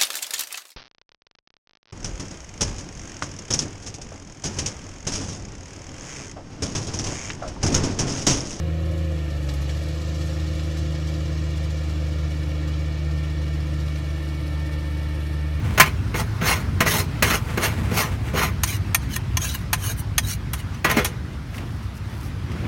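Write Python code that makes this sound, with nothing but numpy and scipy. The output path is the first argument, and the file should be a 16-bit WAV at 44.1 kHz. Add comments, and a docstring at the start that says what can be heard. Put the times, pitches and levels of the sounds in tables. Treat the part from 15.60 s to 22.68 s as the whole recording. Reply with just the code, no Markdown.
"""Street food cart: a cook scrapes a flat steel griddle with a spatula, then taps and wipes it on a second one.
Oil sizzles during the scraping; both spatulas are dropped, and later a hand rummages in thin plastic bags.
A motorbike putters past over distant traffic.
Steel is filtered noise plus modes; sliding, crumbs, oil and film are random collisions shaped by spectra;
the exhaust is a pulse train through pipe resonances; the street is slowly varying noise."""
import sys
import numpy as np
from scipy import signal
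from scipy.fft import rfft, irfft, next_fast_len
from scipy.io import wavfile
from scipy.ndimage import uniform_filter1d, map_coordinates

SR = 44100
rng = np.random.default_rng(int(sys.argv[2]) if len(sys.argv) > 2 else 0)


def generate_wav(sig):
    """Save sig (samples, or channels by samples) to the path in sys.argv[1] as 16-bit PCM at SR."""
    pcm = np.round(np.clip(np.atleast_2d(sig).T, -1, 1) * 32767).astype(np.int16)
    wavfile.write(sys.argv[1], SR, pcm)


N = 312039


def amp(db):
    """Decibels to gain."""
    return 10 ** (np.asarray(db) / 20)


def unit(x):
    """x at rms 1."""
    return x / np.sqrt(np.mean(x ** 2) + 1e-20)


def curve(rows):
    """Interpolate (time_s, value) rows to one value per sample."""
    time_s, value = np.transpose(rows)
    return np.interp(np.arange(N) / SR, time_s, value)


def wobble(rate_hz, count=N):
    """Smooth random curve with rate_hz knots a second."""
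    knots = rng.standard_normal(int(count * rate_hz / SR) + 4)
    return map_coordinates(knots, [np.arange(count) * rate_hz / SR])


def filtered(x, response):
    """x times a response of frequency in Hz."""
    size = next_fast_len(len(x) + 8192)
    spectrum = rfft(x, size) * response(np.fft.rfftfreq(size, 1 / SR))
    return irfft(spectrum, size)[:len(x)]


def coloured(x, spectrum):
    """x shaped by (freq_hz, level_db) points on a log frequency axis, at rms 1."""
    freq_hz, level_db = np.transpose(spectrum)
    return unit(filtered(x, lambda f: amp(np.interp(np.log(f + 1), np.log(freq_hz), level_db))))


def resonated(x, modes):
    """x through parallel resonances of alternating sign, at rms 1."""
    def bank(f):
        total = 0
        for k, (centre_hz, width_hz, level_db) in enumerate(modes):
            damping = 1j * f * width_hz
            total = total + (-1) ** k * amp(level_db) * damping / (centre_hz ** 2 - f * f + damping)
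        return total
    return unit(filtered(x, bank))


def split(x, hz):
    """Parts of x below and above a frequency."""
    low = filtered(x, lambda f: 1 / (1 + (f / hz) ** 6))
    return low, x - low


def registers(x):
    """Boom, clang and hiss of the steel."""
    boom, rest = split(x, hz=520)
    clang, hiss = split(rest, hz=4500)
    return boom, clang, hiss


def grit(count, rate_hz, spread_db):
    """Random tiny collisions of uneven size, rate_hz a second on average, at rms 1."""
    hit = rng.random(count) < rate_hz / SR
    size = rng.standard_normal(count) * amp(spread_db * rng.standard_normal(count))
    return unit(hit * size)


def streaked(x, depth_db):
    """Make narrow bands swell and fade at random, at rms 1."""
    z = signal.stft(np.pad(x, (0, 512)), nperseg=512)[2]
    field = uniform_filter1d(rng.standard_normal(z.shape), size=3, axis=0)
    field = uniform_filter1d(field, size=7, axis=1)
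    return unit(signal.istft(z * amp(depth_db * unit(field)), nperseg=512)[1][:len(x)])


SWELL_DB = 19.5  # gained over the rise, lost again over the release


def stroke(t, rise_s, hold_s, release_s):
    """Gain of one stroke, t seconds after its start: the hand presses in, holds and lets go."""
    slack = np.maximum(1 - t / rise_s, 0) + np.maximum(t - rise_s - hold_s, 0) / release_s
    touch = np.clip(t / 0.005, 0, 1)
    return touch * amp(-SWELL_DB * slack)


def strokes(rows):
    """Summed gain of a series of strokes, one value per sample."""
    t = np.arange(N) / SR
    gain = np.zeros(N)
    for start_s, rise_s, hold_s, release_s, level_db in rows:
        gain += amp(level_db) * stroke(t - start_s, rise_s, hold_s, release_s)
    return gain


def add(track, start_s, sound):
    """Mix a sound into the track at start_s."""
    part = track[max(round(start_s * SR), 0):][:len(sound)]
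    part += sound[:len(part)]


GRIP_DETUNE = 0.0055  # rms share by which grip and point of contact shift each mode


def ring(modes, t, sustain):
    """Struck modes, reweighted and detuned by each blow; wide modes die fast, sustain slows all decays."""
    freq_hz, width_hz, level_db = np.transpose(modes)[:, :, None]
    size = amp(level_db + 3 * rng.standard_normal(freq_hz.shape)) * width_hz
    freq_hz = freq_hz * (1 + GRIP_DETUNE * rng.standard_normal(freq_hz.shape))
    decay = np.exp(-np.pi * width_hz * t / sustain)
    waves = np.sin(2 * np.pi * (freq_hz * t + rng.random(freq_hz.shape))) * decay
    return np.sum(size * waves, axis=0) / np.sqrt(np.sum(size ** 2) / 2)


# strokes over the griddle: start_s, rise_s, hold_s, release_s, level_db, hiss_gain_db
SCRAPE_STROKES = [(0.238, 0.024, 0.011, 0.05, -30, -6.5), (0.541, 0.022, 0.046, 0.038, -28, -4.5),
                  (0.807, 0.07, 0.038, 0.1, -20.5, -4), (1.245, 0.026, 0.13, 0.047, -26, 0.5),
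                  (1.631, 0.016, 0.11, 0.043, -24.5, -3.5), (1.985, .05, 0.014, 0.074, -21.5, -4),
                  (2.306, 0.069, 0.036, 0.076, -23.5, -1.5), (2.729, 0.051, 0.063, 0.07, -22.5, -6.5),
                  (5.252, 0.024, 0.073, 0.17, -29, -13), (5.355, 0.011, 0.016, 0.085, -28, -6)]
# griddle modes, spatula pressed on it: freq_hz, width_hz, level_db
PLATE_MODES = [(150, 16, 4), (174, 20, 3), (222, 24, -1), (252, 22, -1), (342, 24, -6), (393, 36, 2),
               (497, 24, -2), (591, 28, -2), (645, 34, -3), (781, 30, -4), (1032, 36, -1), (1095, 40, -4),
               (1212, 40, -2), (1346, 28, -1), (1464, 36, -3), (1850, 40, -6), (1953, 45, 0), (2157, 36, 3),
               (2424, 50, -1), (2660, 50, -6), (2800, 50, -6), (3032, 40, -6), (3313, 50, -10),
               (4170, 90, -10), (4500, 41, -15), (5220, 36, -13), (5520, 52, -13), (5843, 34, -12),
               (6140, 30, -14), (6569, 60, -10)]
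# crowded plate modes under scraping: freq_hz, level_db_per_hz
GRIND_SPECTRUM = [(90, -34), (190, -2.5), (400, -12), (800, 0.5), (1100, 3), (2800, -2), (3700, -10.5),
                  (4300, -10.5), (5000, -15.5), (6500, -16.5), (7800, -21.5), (9500, -17.5), (13000, -19),
                  (16000, -21.5)]
JUDDER_DB, JUDDER_RATE_HZ = 1, 77.3  # stutter over the crust: depth, knots a second
PLATE_STREAK_DB = 4
BOOM_DB, BOOM_GROWS = -31, 0.5  # same boom in every stroke; exponent < 1: present at light pressure
HISS_GROWS = 1.21  # exponent > 1: needs firm pressure


def scrapes():
    """The edge catches on burnt crust thousands of times a second and shakes the plate; pressure brightens it."""
    out, t = np.zeros(N), np.arange(SR // 3) / SR
    for start_s, rise_s, hold_s, release_s, level_db, hiss_gain_db in SCRAPE_STROKES:
        pressure = stroke(t, rise_s, hold_s, release_s)
        judder = amp(JUDDER_DB * wobble(JUDDER_RATE_HZ, len(t)))
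        catches = judder * grit(len(t), rate_hz=9000, spread_db=2)
        crowded = streaked(coloured(catches, GRIND_SPECTRUM), depth_db=PLATE_STREAK_DB)
        modes = resonated(judder * grit(len(t), rate_hz=3000, spread_db=2), PLATE_MODES)
        boom, clang, hiss = registers(crowded + amp(-2.5) * modes)
        edge = pressure * unit(clang)
        edge += amp(hiss_gain_db) * pressure ** HISS_GROWS * unit(hiss)
        plate_boom = amp(BOOM_DB) * pressure ** BOOM_GROWS * unit(boom)
        add(out, start_s, amp(level_db) * edge + plate_boom)
    return out


# spatula lands on the griddle: start_s, level_db, boom_gain_db, treble_gain_db
PLATE_BLOWS = [(0.176, -12, -10, -9), (0.198, -0.5, -20, -3.5), (0.541, -21.5, -4.5, -15),
               (0.813, -22.5, 1.5, -23), (1.204, -9.5, -9.5, -6.5), (1.261, -15.5, -11, -14),
               (1.623, -8.5, -12.5, -4.5), (1.973, -19, -1, -10), (2.313, -27.5, 2.5, -20),
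               (2.737, -35, 14, -3), (5.244, -9.5, -11.5, -11), (5.297, -16.5, -14, -7.5),
               (5.368, -15, -2.5, -10), (5.383, -16, -3.5, -19)]
# crowded plate modes under a blow: freq_hz, level_db_per_hz
CLANG_SPECTRUM = [(70, -41), (150, -5), (400, -9.5), (800, -0.5), (1100, 4), (2300, 5), (3500, -6),
                  (6500, -8.5), (7800, -11.5), (10000, -11.5), (16000, -10)]
CLANG_T60_S, BOOM_T60_S, HISS_T60_S = 0.15, 0.0555, 0.084  # noise parts only


def blows():
    """The spatula's edge hits the plate: a short thud, then its modes ring on while the treble dies."""
    out, t = np.zeros(N), np.arange(SR // 3) / SR
    low_modes = [mode for mode in PLATE_MODES if mode[0] < 550]
    high_modes = PLATE_MODES[len(low_modes):]
    for start_s, level_db, boom_gain_db, treble_gain_db in PLATE_BLOWS:
        boom, clang, hiss = registers(coloured(rng.standard_normal(len(t)), CLANG_SPECTRUM))
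        sound = amp(-5 - 60 * t / CLANG_T60_S) * unit(clang)
        sound += amp(-2) * ring(high_modes, t, sustain=1.6)
        thump = amp(5 - 60 * t / BOOM_T60_S) * unit(boom) + ring(low_modes, t, sustain=2.2)
        sound += amp(boom_gain_db) * thump * (1 - np.exp(-t / 0.0009))
        sound += amp(treble_gain_db - 60 * t / HISS_T60_S) * unit(hiss)
        attack = 1 - np.exp(-t / 0.0026)
        add(out, start_s, amp(level_db) * sound * attack)
    return out


# blade strikes blade: start_s, level_db, treble_gain_db, top_gain_db, buzz_t60_s
BLADE_TAPS = [(3.034, -12, 3.5, 5.5, 0.053), (3.346, -5.5, -2, 4.5, 0.037), (3.563, -15.5, -19, 6, 0.022),
              (3.77, -12, -0.5, 2, 0.03), (4.13, -8, -5.5, 6, 0.07), (4.58, -7.5, 1, 3.5, 0.046),
              (4.933, -19.5, -7, 10, 0.091), (5.312, -15.5, -3.5, 7.5, 0.07), (5.446, -13.5, -2, 6.5, 0.11)]
# free blade modes: freq_hz, width_hz, level_db
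BLADE_MODES = [(1030, 50, -3), (1830, 68, 0), (2380, 72, -4), (3310, 51, -2), (3830, 90, -7),
               (4440, 110, -9), (4980, 35, -12), (5580, 54, -4), (5810, 44, -6), (6200, 41, -5),
               (6500, 110, -1), (7070, 40, -10), (8290, 92, -12), (8870, 41, -5), (9580, 25, -10),
               (10000, 160, -8), (10800, 54, -12), (11100, 57, -12), (11600, 74, -13), (12000, 39, -11),
               (12400, 140, -9), (12800, 220, -10), (13300, 170, -13), (13900, 210, -14), (14400, 54, -15),
               (14900, 200, -11)]
# crowded blade modes under a tap: freq_hz, level_db_per_hz
CLINK_SPECTRUM = [(300, -41), (700, 14), (1700, 15.5), (2800, 14.5), (3600, 8.5), (4300, 11), (5100, 8.5),
                  (6400, 17.5), (7700, 3), (9200, 11), (16000, -12)]


def taps():
    """The hand-held blades clink together, buzz in contact for a moment and are damped at once."""
    out, t = np.zeros(N), np.arange(SR // 4) / SR
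    for start_s, level_db, treble_gain_db, top_gain_db, buzz_t60_s in BLADE_TAPS:
        buzz = coloured(rng.standard_normal(len(t)), CLINK_SPECTRUM)
        buzz *= amp(-60 * np.maximum(t - 0.002, 0) / buzz_t60_s)
        low, high = split(amp(-5) * buzz + ring(BLADE_MODES, t, sustain=1.2), hz=4000)
        treble, top = split(high, hz=11000)
        sound = low + amp(treble_gain_db) * treble + amp(top_gain_db) * top
        attack = 1 - np.exp(-t / 0.0013)
        add(out, start_s, amp(level_db) * sound * attack)
    return out


# strokes of blade along blade: start_s, rise_s, hold_s, release_s, level_db, top_gain_db
BLADE_WIPES = [(3.052, 0.011, 0.092, 0.022, -33.5, 0), (3.382, 0.044, 0.0063, 0.075, -44, -11),
               (3.488, 0.054, 0.024, 0.013, -32, -5), (3.791, 0.028, 0.066, 0.11, -31.5, -2.5),
               (3.921, 0.027, 0.0093, 0.0083, -30, -3), (4.171, 0.068, 0.077, 0.03, -34, -1),
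               (4.359, 0.03, 0.015, 0.017, -44, 10), (4.609, 0.078, 0.049, 0.025, -32.5, -0.5),
               (4.954, 0.041, 0.012, 0.028, -41, -3), (5.117, 0.027, .005, .035, -49, -14)]
# crowded blade modes under sliding: freq_hz, level_db_per_hz
SWISH_SPECTRUM = [(400, -1), (1300, 0.5), (1750, 9.5), (2600, 2), (3600, 0), (4300, 7), (4950, -2.5),
                  (6000, 6.5), (7800, -7), (9600, -2), (12400, -11), (16000, -8)]
BLADE_STREAK_DB = 5


def wipes():
    """Blade slides on blade; one resonance sinks as the contact travels towards the tip."""
    out, t = np.zeros(N), np.arange(SR // 4) / SR
    for start_s, rise_s, hold_s, release_s, level_db, top_gain_db in BLADE_WIPES:
        catches = grit(len(t), rate_hz=9000, spread_db=2) * amp(1.6 * wobble(110, len(t)))
        steel = coloured(catches, SWISH_SPECTRUM) + amp(-7.5) * resonated(catches, BLADE_MODES)
        steel = streaked(steel, depth_db=BLADE_STREAK_DB)
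        zing_hz = np.interp(t, [0, rise_s + hold_s + release_s], [3250, 2750])
        zing = unit(wobble(120, len(t)) * np.sin(2 * np.pi * np.cumsum(zing_hz) / SR))
        body, top = split(steel + amp(-10) * zing, hz=9000)
        sound = unit(body) + amp(top_gain_db) * unit(top)
        add(out, start_s, amp(level_db) * stroke(t, rise_s, hold_s, release_s) * sound)
    return out


# light pushes of crumbs over the plate: start_s, rise_s, hold_s, release_s, level_db
CRUMB_PUSHES = [(0, 0.048, 0.091, .1, -37), (1.78, 0.12, 0.61, 0.2, -37), (2.6, 0.052, 0.037, 0.12, -37.5)]


def crumbs():
    """Loose crumbs roll under the blade in little spurts and faintly sound the plate."""
    spurts = grit(N, rate_hz=7000, spread_db=2) * amp(1.8 * wobble(50))
    spectrum = [(150, -11), (400, -4.5), (2400, -10.5), (4500, -23.5), (8000, -25), (16000, -34)]
    return strokes(CRUMB_PUSHES) * coloured(spurts, spectrum)


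def cart(x):
    """The steel lid and walls of the cart throw back a short tail: decaying noise, t60 46 ms."""
    t = np.arange(SR // 3) / SR
    tail = rng.standard_normal(len(t)) * amp(-60 * t / 0.046) * (t > 0.004)
    return signal.fftconvolve(x, tail / np.linalg.norm(tail))[:N]


# oil flares up as the food is turned: start_s, level_db
OIL_FLARES = [(0, -67), (0.6, -54), (1.78, -50), (2.6, -71)]
FLARE_FADE_DB_PER_S = 28


def sizzle():
    """Tiny bubbles burst in the hot oil, in clusters; each flare slowly dies down."""
    t = np.arange(N) / SR
    heat = np.zeros(N)
    for start_s, level_db in OIL_FLARES:
        heat += (t >= start_s) * amp(level_db - FLARE_FADE_DB_PER_S * (t - start_s))
    pops = grit(N, rate_hz=1800, spread_db=2) * amp(3 * wobble(45))
    return heat * coloured(pops, [(1200, -20), (3500, -11), (9000, -4), (16000, -5)])


# rummaging fingers: start_s, rise_s, hold_s, release_s, level_db
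BAG_RUSTLES = [(5.86, 0.094, 0.037, .1, -51.5), (6.03, 0.027, 0.18, .25, -58.5),
               (6.34, 0.032, .004, 0.022, -47), (6.4, 0.18, 0.1, 0.07, -51), (6.88, 0.11, .1, .1, -69)]
# bundle of bags rubs along its steel bin: start_s, rise_s, hold_s, release_s, level_db
BIN_RUBS = [(5.93, 0.073, .02, .1, -36.5), (6.86, 0.043, 0.046, 0.19, -38.5), (7.0, .05, .025, .05, -34.5)]
# tugs at the bags: start_s, level_db, pitch_hz
BAG_TUGS = [(5.9436, -33, 2050), (5.9797, -28.5, 2430), (6.2244, -46, 1740), (6.9162, -33, 2370)]
# plastic film crackle: freq_hz, level_db_per_hz
FILM_SPECTRUM = [(800, -16), (2500, -6), (5500, 6), (7500, -2.5), (10000, 2), (16000, -3)]


def bags():
    """Thin plastic crackles under the fingers, snaps at each tug and rubs along the bin."""
    crackle = grit(N, rate_hz=2500, spread_db=4) * amp(2.5 * wobble(35))
    rub_spectrum = [(100, -15), (230, 6.5), (550, -2), (900, -8), (2500, -12.5), (7000, -42)]
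    rub = coloured(rng.standard_normal(N), rub_spectrum)
    out = strokes(BAG_RUSTLES) * coloured(crackle, FILM_SPECTRUM) + strokes(BIN_RUBS) * rub
    t = np.arange(SR // 10) / SR
    attack = 1 - np.exp(-t / 0.0015)
    for start_s, level_db, pitch_hz in BAG_TUGS:
        snap = resonated(rng.standard_normal(len(t)), [(pitch_hz, 0.29 * pitch_hz, 0)])
        add(out, start_s, amp(level_db - 60 * t / 0.044) * snap * attack)
    return out


# engine speed: time_s, firings_per_s
FIRING_RATE = [(0, 17.6), (.5, 17.6), (.9, 18.7), (1.5, 18.3), (2, 17.8), (3, 17.1), (3.6, 16.6),
               (4.5, 16.8), (5.3, 17.4), (7.08, 15.6)]
# exhaust loudness: time_s, level_db
EXHAUST_LEVEL = [(0, -38), (1, -32.5), (2, -38), (2.7, -30), (3.7, -32), (4.6, -30), (5.5, -34.5),
                 (6.2, -36), (7.08, -33)]
# exhaust pipe resonances: freq_hz, width_hz, level_db
PIPE_MODES = [(54, 8.8, -3), (68.6, 10.5, -2), (101.9, 14.8, -2.5), (160, 28, -13)]


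def motorbike():
    """One slightly uneven puff per firing rings the exhaust pipe."""
    firings = np.diff(np.floor(np.cumsum(curve(FIRING_RATE)) / SR), prepend=0)
    puffs = resonated(firings * amp(0.38 * wobble(6.8)), PIPE_MODES)
    # the silencer passes only a low band
    silenced = coloured(puffs, [(25, -36), (50, 2.5), (180, 5), (400, -31), (1500, -50)])
    return amp(curve(EXHAUST_LEVEL)) * silenced


# engine rumble and tyre noise: time_s, level_db
RUMBLE_LEVEL = [(0, -22.5), (.5, -26.5), (2.2, -24.5), (3, -27.5), (5, -30.5), (6.4, -32), (7.08, -28)]
TYRE_LEVEL = [(0, -41.5), (1.5, -39), (2.5, -43.5), (3.3, -41), (4, -43), (6.3, -44), (7.08, -41.5)]
# their spectra: freq_hz, level_db_per_hz
RUMBLE_SPECTRUM = [(22, -50), (32, -25), (45, -11.5), (65, -2.5), (105, -0.5), (150, -10), (220, -14),
                   (320, -20.5), (500, -37), (1200, -79)]
TYRE_SPECTRUM = [(120, -20), (300, 2), (500, 0), (800, 0), (1300, 1), (2000, -2), (3200, -8), (5500, -12.5),
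                 (7500, -20), (10000, -22), (16000, -30)]


def traffic():
    """Distant engines rumble under the wash of tyres: two noise bands of drifting level."""
    rumble = coloured(rng.standard_normal(N), RUMBLE_SPECTRUM) * amp(1.4 * wobble(8))
    wash = streaked(coloured(rng.standard_normal(N), TYRE_SPECTRUM), depth_db=1.8)
    wash *= amp(0.7 * wobble(12))
    return amp(curve(RUMBLE_LEVEL)) * rumble + amp(curve(TYRE_LEVEL)) * wash


def scene():
    """The cook's work in front of the street; only the steel and crumbs get the cart's tail."""
    steel = scrapes() + blows() + taps() + wipes() + crumbs()
    street = motorbike() + traffic()
    return (steel + amp(-12.5) * cart(steel) + sizzle() + bags() + street)[None]


TOP_HZ = 16000


def record(dry):
    """Peaks clip at full scale; nothing is kept from TOP_HZ up."""
    clipped = np.clip(dry[0], -1, 1)
    return filtered(clipped, lambda f: f < TOP_HZ)[None]


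dry = scene()
out = record(dry)
generate_wav(out)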